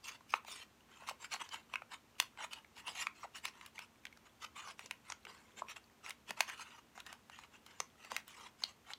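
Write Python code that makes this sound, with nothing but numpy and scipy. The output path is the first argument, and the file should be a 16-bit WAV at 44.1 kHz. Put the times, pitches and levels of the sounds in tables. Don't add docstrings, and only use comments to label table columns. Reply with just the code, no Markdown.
import sys
import numpy as np
from scipy import signal
from scipy.fft import rfft, irfft, next_fast_len
from scipy.io import wavfile
from scipy.ndimage import uniform_filter1d, map_coordinates

SR = 44100
rng = np.random.default_rng(int(sys.argv[2]) if len(sys.argv) > 2 else 0)


def put_to_file(sound):
    columns = np.atleast_2d(sound).T
    safe = np.clip(columns, -1, 1)
    whole_steps = np.round(safe * 32767)
    wavfile.write(sys.argv[1], SR, whole_steps.astype(np.int16))


N = 396018

# start_s, length_s, level_db, swell_db, brightness_db_per_octave
SLIDES = [(0.046, 0.048, -53.5, 2, 2.5), (0.114, 0.051, -60.5, -7, -1), (0.295, 0.074, -62, 3.5, 4.5),
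          (0.472, 0.053, -55, 6, 3), (0.544, 0.092, -57, -8.5, 0.5), (0.896, 0.15, -67, 10, -2),
          (1.071, 0.028, -51.5, 8, -0.5), (1.203, 0.051, -57.5, 5.5, 0.5), (1.325, 0.037, -46, -10, 0),
          (1.403, 0.015, -49, 8, -2.1), (1.441, 0.057, -65, -12, 0.5), (1.524, 0.025, -47.5, 4.5, -1),
          (1.555, 0.057, -64, -6, -2.5), (1.7, 0.044, -62, 16, -2.5), (1.917, 0.025, -51.5, 7, -1.5),
          (2.386, 0.032, -56, 1, -4), (2.425, 0.022, -48.5, 9, -0.7), (2.512, 0.023, -53.5, 11, 0.3),
          (2.558, 0.032, -61, 1, -2.5), (2.768, 0.031, -56.5, 7, 1.5), (2.813, 0.04, -75.5, -2, -6.5),
          (2.87, 0.02, -48.5, 3, -1), (2.893, 0.045, -56.5, -8, 1), (2.953, 0.076, -48, 5, 0.8),
          (3.034, 0.04, -63, -3, -2.5), (3.158, 0.09, -62.5, 8, 0), (3.358, 0.028, -53.5, -7, 2),
          (3.445, 0.042, -53, -4, 0.5), (3.537, 0.14, -67.5, 6, -2.5), (3.756, 0.08, -62, 4, 1),
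          (4.252, 0.017, -67, 11, -2), (4.411, 0.035, -51, 14, -0.4), (4.563, 0.039, -54, -2, -0.5),
          (4.621, 0.09, -56, 11.5, -1.5), (4.787, 0.077, -64.5, 5, 1.5), (5.053, 0.065, -62.5, 10, 0),
          (5.284, 0.28, -66.5, -24, -2), (5.58, 0.022, -54.5, 0, -0.3), (5.696, 0.031, -53.5, -11.5, 0.7),
          (5.754, 0.013, -54, 27, -1), (6.046, 0.065, -56, -3, -1.5), (6.275, 0.02, -50.5, 21, 0.3),
          (6.376, 0.053, -55.5, 4.5, -0.8), (6.48, 0.067, -55, 0, -1.3), (6.577, 0.051, -56, 5, -0.2),
          (6.654, 0.14, -65, -6, -1.5), (6.955, 0.049, -62.5, 10, -2), (7.065, 0.089, -63, -4, -2.7),
          (7.322, 0.13, -65.5, -1, -1), (7.521, 0.042, -66, 11, -1.3), (7.669, 0.11, -68, -6, -1.2),
          (7.984, 0.093, -65.5, 8.5, -1.2), (8.108, 0.094, -58.5, -8, -0.5), (8.28, 0.05, -63, 1, 1),
          (8.343, 0.13, -60, 7, -1), (8.598, 0.12, -63, -1.5, 0), (8.871, 0.051, -59.5, 5, -1.5)]


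def creases():
    # start_s, level_db (as if the snap lasted 5 ms), pitch_hz, body_db, crack_db
    snaps = [(0.208, -57.5, 1100, 6, -7), (0.3386, -24.5, 2440, 6.5, -13), (0.4484, -52.5, 880, 0, -1),
             (0.482, -50.5, 553, -3, -10), (1.0222, -56, 674, 9, -25), (1.0745, -51, 3470, -9, 0),
             (1.0879, -38, 940, -8, 5.5), (1.0949, -42, 1200, 7, 16), (1.1117, -43.5, 780, 11, -9),
             (1.2451, -47.5, 3060, 2, 1), (1.319, -52, 2400, 5, 3), (1.339, -39, 6460, -3.5, -5),
             (1.3445, -41.5, 1520, 7, 2), (1.3623, -47, 2730, 5, -17), (1.417, -44.5, 1300, 9, 0),
             (1.4908, -51.5, 5430, -10, -6), (1.7378, -37, 2680, -1, -8), (1.7569, -33.5, 2260, -11.5, -15),
             (1.8202, -46, 2280, 13, -10), (2.2003, -24.5, 2360, -7.5, 8.5), (2.2236, -46, 2230, 9, 11),
             (2.3745, -52.5, 2350, -2, -6), (2.5329, -45, 2490, -17, 5), (2.6465, -56.5, 2170, 0, -9),
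             (3.0691, -32, 2380, -5, -9.5), (3.348, -57, 2400, -1, 2), (3.4536, -35.0, 2070, -2, 6.5),
             (3.479, -49, 2550, -15, -5), (3.612, -50.0, 2230, -7, -5), (3.6622, -50.0, 2580, -7, 14),
             (3.7806, -46, 2240, -26, -18), (3.7913, -44, 2650, -1, 4), (4.0533, -43.5, 1990, -13, 1.5),
             (4.0684, -51.0, 2970, -9, -10), (4.1267, -55.5, 2180, -20, -7), (4.173, -58.5, 4990, 2.5, 7),
             (4.5935, -50, 1180, -5, -9), (4.6744, -47, 1143, -4, -3), (4.7934, -45, 2230, -2.5, 1),
             (4.86, -50.5, 6040, -10, -5), (4.9103, -37, 1930, -4, 3), (5.1006, -42, 6440, -5, -26),
             (5.1215, -40.5, 6500, 2, -16), (5.2517, -48, 2430, -9, -4), (5.268, -49.5, 3030, 6, -21),
             (5.6201, -36, 1410, 29.5, -13), (5.685, -50, 2400, -16, -11), (6.063, -45, 2380, -5, 0),
             (6.0952, -46.5, 3300, 5, 19), (6.1067, -41.5, 2230, -16, 5), (6.3073, -37, 1970, 4.5, 3.5),
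             (6.4064, -24, 2190, 0.5, 8), (6.4904, -51, 1820, 5, 6), (6.4977, -44, 2200, -7, 0),
             (6.5964, -50, 1080, -12, -4), (6.9773, -47.5, 884, 7, -3), (7.0026, -48, 3660, -4, 3),
             (7.0649, -50.5, 3930, -6, 5), (7.128, -47, 2750, 5, 12), (7.298, -51.0, 835, -11, -2),
             (7.3887, -50, 916, -12, 0), (7.4368, -53.5, 2340, -9, -6), (7.664, -54, 3320, -5, 9),
             (7.8023, -32.5, 6400, -4.5, -6), (8.0483, -52, 2200, 1, 5), (8.1176, -37.5, 904, 10, -1),
             (8.1651, -33.0, 2100, -12, 3.5), (8.28, -51.5, 6000, 1, 32), (8.621, -54, 1080, 7, 0),
             (8.6372, -30, 4170, -18, -10.5), (8.9044, -48, 1760, -6, -10), (8.9349, -41.5, 4070, -18, -14)]
    return buckles(snaps)


def buckles(snaps, strain=0.009, strain_s=0.022, flutter=0.26, flutter_s=0.0037, table_echo_s=0.001002):
    out = np.zeros(N)
    lead, size = SR // 60, 4096
    t = (np.arange(size) - lead) / SR
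    hz = np.fft.rfftfreq(size, 1 / SR)
    build_up = strain * np.exp(-np.abs(t) / strain_s)
    die_down = flutter * np.exp(-(t / flutter_s) ** 2)
    for start_s, level_db, pitch_hz, body_db, crack_db in snaps:
        push = np.where(t < 0, build_up, die_down) * rng.standard_normal(size)
        push[lead] += 2
        push[lead + round(table_echo_s * rng.uniform(0.7, 1.4) * SR)] += 1.5
        pop = irfft(rfft(push) * facet(hz, pitch_hz, body_db, crack_db))
        pop *= np.sqrt(0.005 * SR / np.sum(pop ** 2))
        add(out, start_s - lead / SR, amp(level_db) * pop)
    return out


def facet(hz, pitch_hz, body_db, crack_db, ring_db=8.5, ring_octaves=0.39, flap_hz=210):
    # frequency_hz, level_db
    shared_tone = [(60, -32), (200, -33), (330, -22.5), (520, -3), (720, 3.5), (1050, 8), (1450, 6),
                   (1750, 1), (2200, 2), (2800, 0.5), (3300, -3), (4200, -3.5), (5200, -7), (6800, -8),
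                   (10000, -14.5), (16000, -23)]
    octaves = np.log2((hz + 1) / pitch_hz)
    peak_db = ring_db * np.exp(-(octaves / ring_octaves) ** 2)
    sides_db = np.where(octaves < 0, body_db, crack_db) * np.tanh(np.abs(octaves))
    bass_loss_db = 10 * np.log10(1 + (flap_hz / (hz + 1)) ** 4)
    return quickest_decay(amp(along(shared_tone, hz) + peak_db + sides_db - bass_loss_db))


def sliding(grip_s=0.0072, stick_s=0.0089, pivot_hz=2330):
    edges_hz = [380, 1700, 3200, 7500, 16000]
    contact_db = [1.05, 5, 0.53, -17]
    out = np.zeros(N)
    bands = split_bands(friction(), edges_hz)
    centres_hz = np.sqrt(np.multiply(edges_hz[:-1], edges_hz[1:]))
    octaves = np.log2(centres_hz / pivot_hz)
    for start_s, length_s, level_db, swell_db, brightness in SLIDES:
        first = max(round((start_s - 5 * grip_s) * SR), 0)
        last = min(round((start_s + length_s + 5 * stick_s) * SR), N)
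        span = np.arange(first, last)
        t = span / SR - start_s
        speed = amp(swell_db * np.clip(t / length_s, 0, 1))
        speed *= np.exp(np.minimum(t, 0) / grip_s - np.maximum(t - length_s, 0) / stick_s)
        speed /= np.sqrt(np.sum(speed ** 2) / (length_s * SR))
        gains = amp(level_db + np.add(contact_db, brightness * octaves))
        out[span] += speed * sum(gain * unit(band[span]) for gain, band in zip(gains, bands))
    return out


def friction(catches_per_s=1500, smooth_share=0.71, judder_db=2.0, judders_per_s=150):
    # frequency_hz, level_db
    paper_tone = [(300, -15), (600, -14), (950, 0), (1400, -4), (1750, -3.5), (2200, 11), (2800, 6),
                  (3300, -5.5), (4300, -9), (5000, -10), (6300, -10), (9000, -7), (12000, 6), (16000, -0.5)]
    catches = (rng.random(N) < catches_per_s / SR) * rng.choice([-1, 1], N)
    strength = np.exp(0.55 * rng.standard_normal(N))
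    clicks = np.sqrt(1 - smooth_share) * unit(catches * strength)
    hiss = np.sqrt(smooth_share) * rng.standard_normal(N)
    judder = amp(judder_db * wobble(judders_per_s))
    return coloured(flexing((clicks + hiss) * judder), paper_tone)


def flexing(sound, ring_db=4.5, scratch_db=4.5):
    hz, _, spectrum = signal.stft(sound, SR, nperseg=512)

    def patches(width, frames):
        noise = rng.standard_normal(spectrum.shape)
        return unit(uniform_filter1d(uniform_filter1d(noise, width, 0), frames, 1))

    rings = patches(width=2, frames=14)
    streaks = patches(width=7, frames=5) * np.clip(hz / 6000, 0, 1)[:, None]
    return signal.istft(spectrum * amp(ring_db * rings + scratch_db * streaks), nperseg=512)[1][:N]


def crinkles(pops_per_s=26, middle_hz=1910, scatter_octaves=0.7, scatter_db=2.5, body_db=-3, crack_db=-2):
    pops = []
    for start_s, length_s, slide_db, _, _ in SLIDES:
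        waits_s = np.cumsum(rng.exponential(1 / pops_per_s, size=12))
        for wait_s, (force, height) in zip(waits_s, rng.standard_normal((12, 2))):
            if wait_s < length_s:
                level_db = slide_db - 3 + scatter_db * force
                pitch_hz = middle_hz * 2 ** (scatter_octaves * height)
                pops.append((start_s + wait_s, level_db, pitch_hz, body_db, crack_db))
    return buckles(pops)


def squeaks(waver=0.16, overtone_db=-16):
    # start_s, length_s, pitch_hz, level_db
    slips = [(3.23, 0.0075, 987, -46.5), (3.235, 0.028, 887, -49)]
    out = np.zeros(N)
    for start_s, length_s, pitch_hz, level_db in slips:
        n = int(length_s * SR)
        phase = 2 * np.pi * np.cumsum(pitch_hz * (1 + waver * wobble(290)[:n])) / SR
        tone = np.sin(phase) + amp(overtone_db) * np.sin(2 * phase)
        add(out, start_s, amp(level_db) * unit(signal.windows.tukey(n, 0.5) * tone))
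    return out


def hand_bumps():
    # start_s, length_s, level_db
    nudges = [(0.397, 0.18, -82), (2.87, 0.076, -72.5), (4.6, 0.19, -78.5), (4.832, 0.041, -67),
              (5.223, 0.12, -70), (5.512, 0.2, -71), (6.288, 0.036, -61.5), (6.955, 0.039, -74),
              (7.797, 0.013, -56), (8.122, 0.0079, -55.5)]
    # frequency_hz, level_db
    hand_tone = [(60, -57.5), (140, -17.5), (200, -5), (300, -19), (400, -4), (560, -8), (900, -65.5)]
    out = np.zeros(N)
    thud = coloured(rng.standard_normal(N), hand_tone)
    for start_s, length_s, level_db in nudges:
        part = thud[round(start_s * SR):][:int(length_s * SR)]
        add(out, start_s, amp(level_db) * unit(part * np.sqrt(np.hanning(len(part)))))
    return out


def settling(ticks_per_s=9, tick_db=-57, middle_hz=2300, fade_s=0.014, grit=0.15):
    out = np.zeros(N)
    t = np.arange(SR // 60) / SR
    for start_s in rng.uniform(0, N / SR, int(ticks_per_s * N / SR)):
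        pitch_hz = middle_hz * 2 ** rng.uniform(-1.2, 1)
        tick = np.sin(2 * np.pi * pitch_hz * t) + grit * rng.standard_normal(len(t))
        level_db = tick_db + rng.uniform(-5.6, 1)
        add(out, start_s, amp(level_db - 60 * t / fade_s) * tick)
    return out


def room_echo(sound, first_wall_s=0.0083, near_db=-10):
    # frequency_hz, fade_s
    fade_times = [(200, 0.14), (1000, 0.19), (3000, 0.17), (8000, .18), (15000, 0.14)]
    # frequency_hz, level_db
    echo_tone = [(200, 11.5), (600, -11.5), (1000, -7), (1700, -6), (2600, -5), (4000, -7), (8000, -10),
                 (15000, -2.5)]
    hz, t, noise = signal.stft(rng.standard_normal(SR // 2), SR, nperseg=256)
    fade_db = along(echo_tone, hz)[:, None] - 60 * t / along(fade_times, hz)[:, None]
    tail = signal.istft(noise * amp(fade_db), SR, nperseg=256)[1]
    tail *= np.where(np.arange(len(tail)) / SR < first_wall_s, amp(near_db), 1)
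    return signal.fftconvolve(sound, tail / np.linalg.norm(tail))[:N]


def ventilation(air_db=-68, hum_hz=227, hum_db=-80):
    # frequency_hz, level_db
    air_tone = [(15, -37), (25, -18), (66, 4.5), (161, 0), (217, 3), (309, 0.5), (560, -4.5), (936, -3.5),
                (1790, -8.5), (2840, -9.5), (4870, -16), (6210, -14.5), (10400, -22.5), (14800, -21),
                (16000, -36.5)]
    hum = np.sin(2 * np.pi * hum_hz * np.arange(N) / SR + 1.02 * wobble(25))
    rush = coloured(rng.standard_normal(N), air_tone)
    return amp(air_db) * rush + amp(hum_db) * unit(hum)


def amp(db):
    return 10 ** (np.asarray(db) / 20)


def unit(x):
    return x / np.sqrt(np.mean(x ** 2) + 1e-20)


def along(points, hz):
    frequencies, values = np.transpose(points)
    return np.interp(np.log(hz + 1), np.log(frequencies + 1), values)


def wobble(rate):
    values = rng.standard_normal(int(N * rate / SR) + 4)
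    return map_coordinates(values, [np.arange(N) * rate / SR])


def filtered(x, response):
    size = next_fast_len(N + SR // 2)
    return irfft(rfft(x, size) * response(np.fft.rfftfreq(size, 1 / SR)), size)[:N]


def coloured(x, tone):
    return unit(filtered(x, lambda hz: amp(along(tone, hz))))


def split_bands(x, edges_hz):
    pairs = zip(edges_hz, edges_hz[1:])
    filters = [signal.butter(3, pair, 'bandpass', fs=SR, output='sos') for pair in pairs]
    return [unit(signal.sosfilt(sos, x)) for sos in filters]


def quickest_decay(gain):
    cepstrum = irfft(np.log(gain + 1e-9))
    half = len(cepstrum) // 2
    return np.exp(rfft(np.r_[cepstrum[0], 2 * cepstrum[1:half]], len(cepstrum)))


def add(track, start_s, sound):
    part = track[max(round(start_s * SR), 0):][:len(sound)]
    part += sound[:len(part)]


def scene(echo_db=-11.5):
    close = creases() + sliding() + squeaks() + hand_bumps() + settling() + crinkles()
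    return (close + amp(echo_db) * room_echo(close) + ventilation())[None]


def record(dry):
    top_hz = 15950
    return filtered(dry[0], lambda hz: 1 / np.sqrt(1 + (hz / top_hz) ** 160))[None]


dry = scene()
out = record(dry)
put_to_file(out)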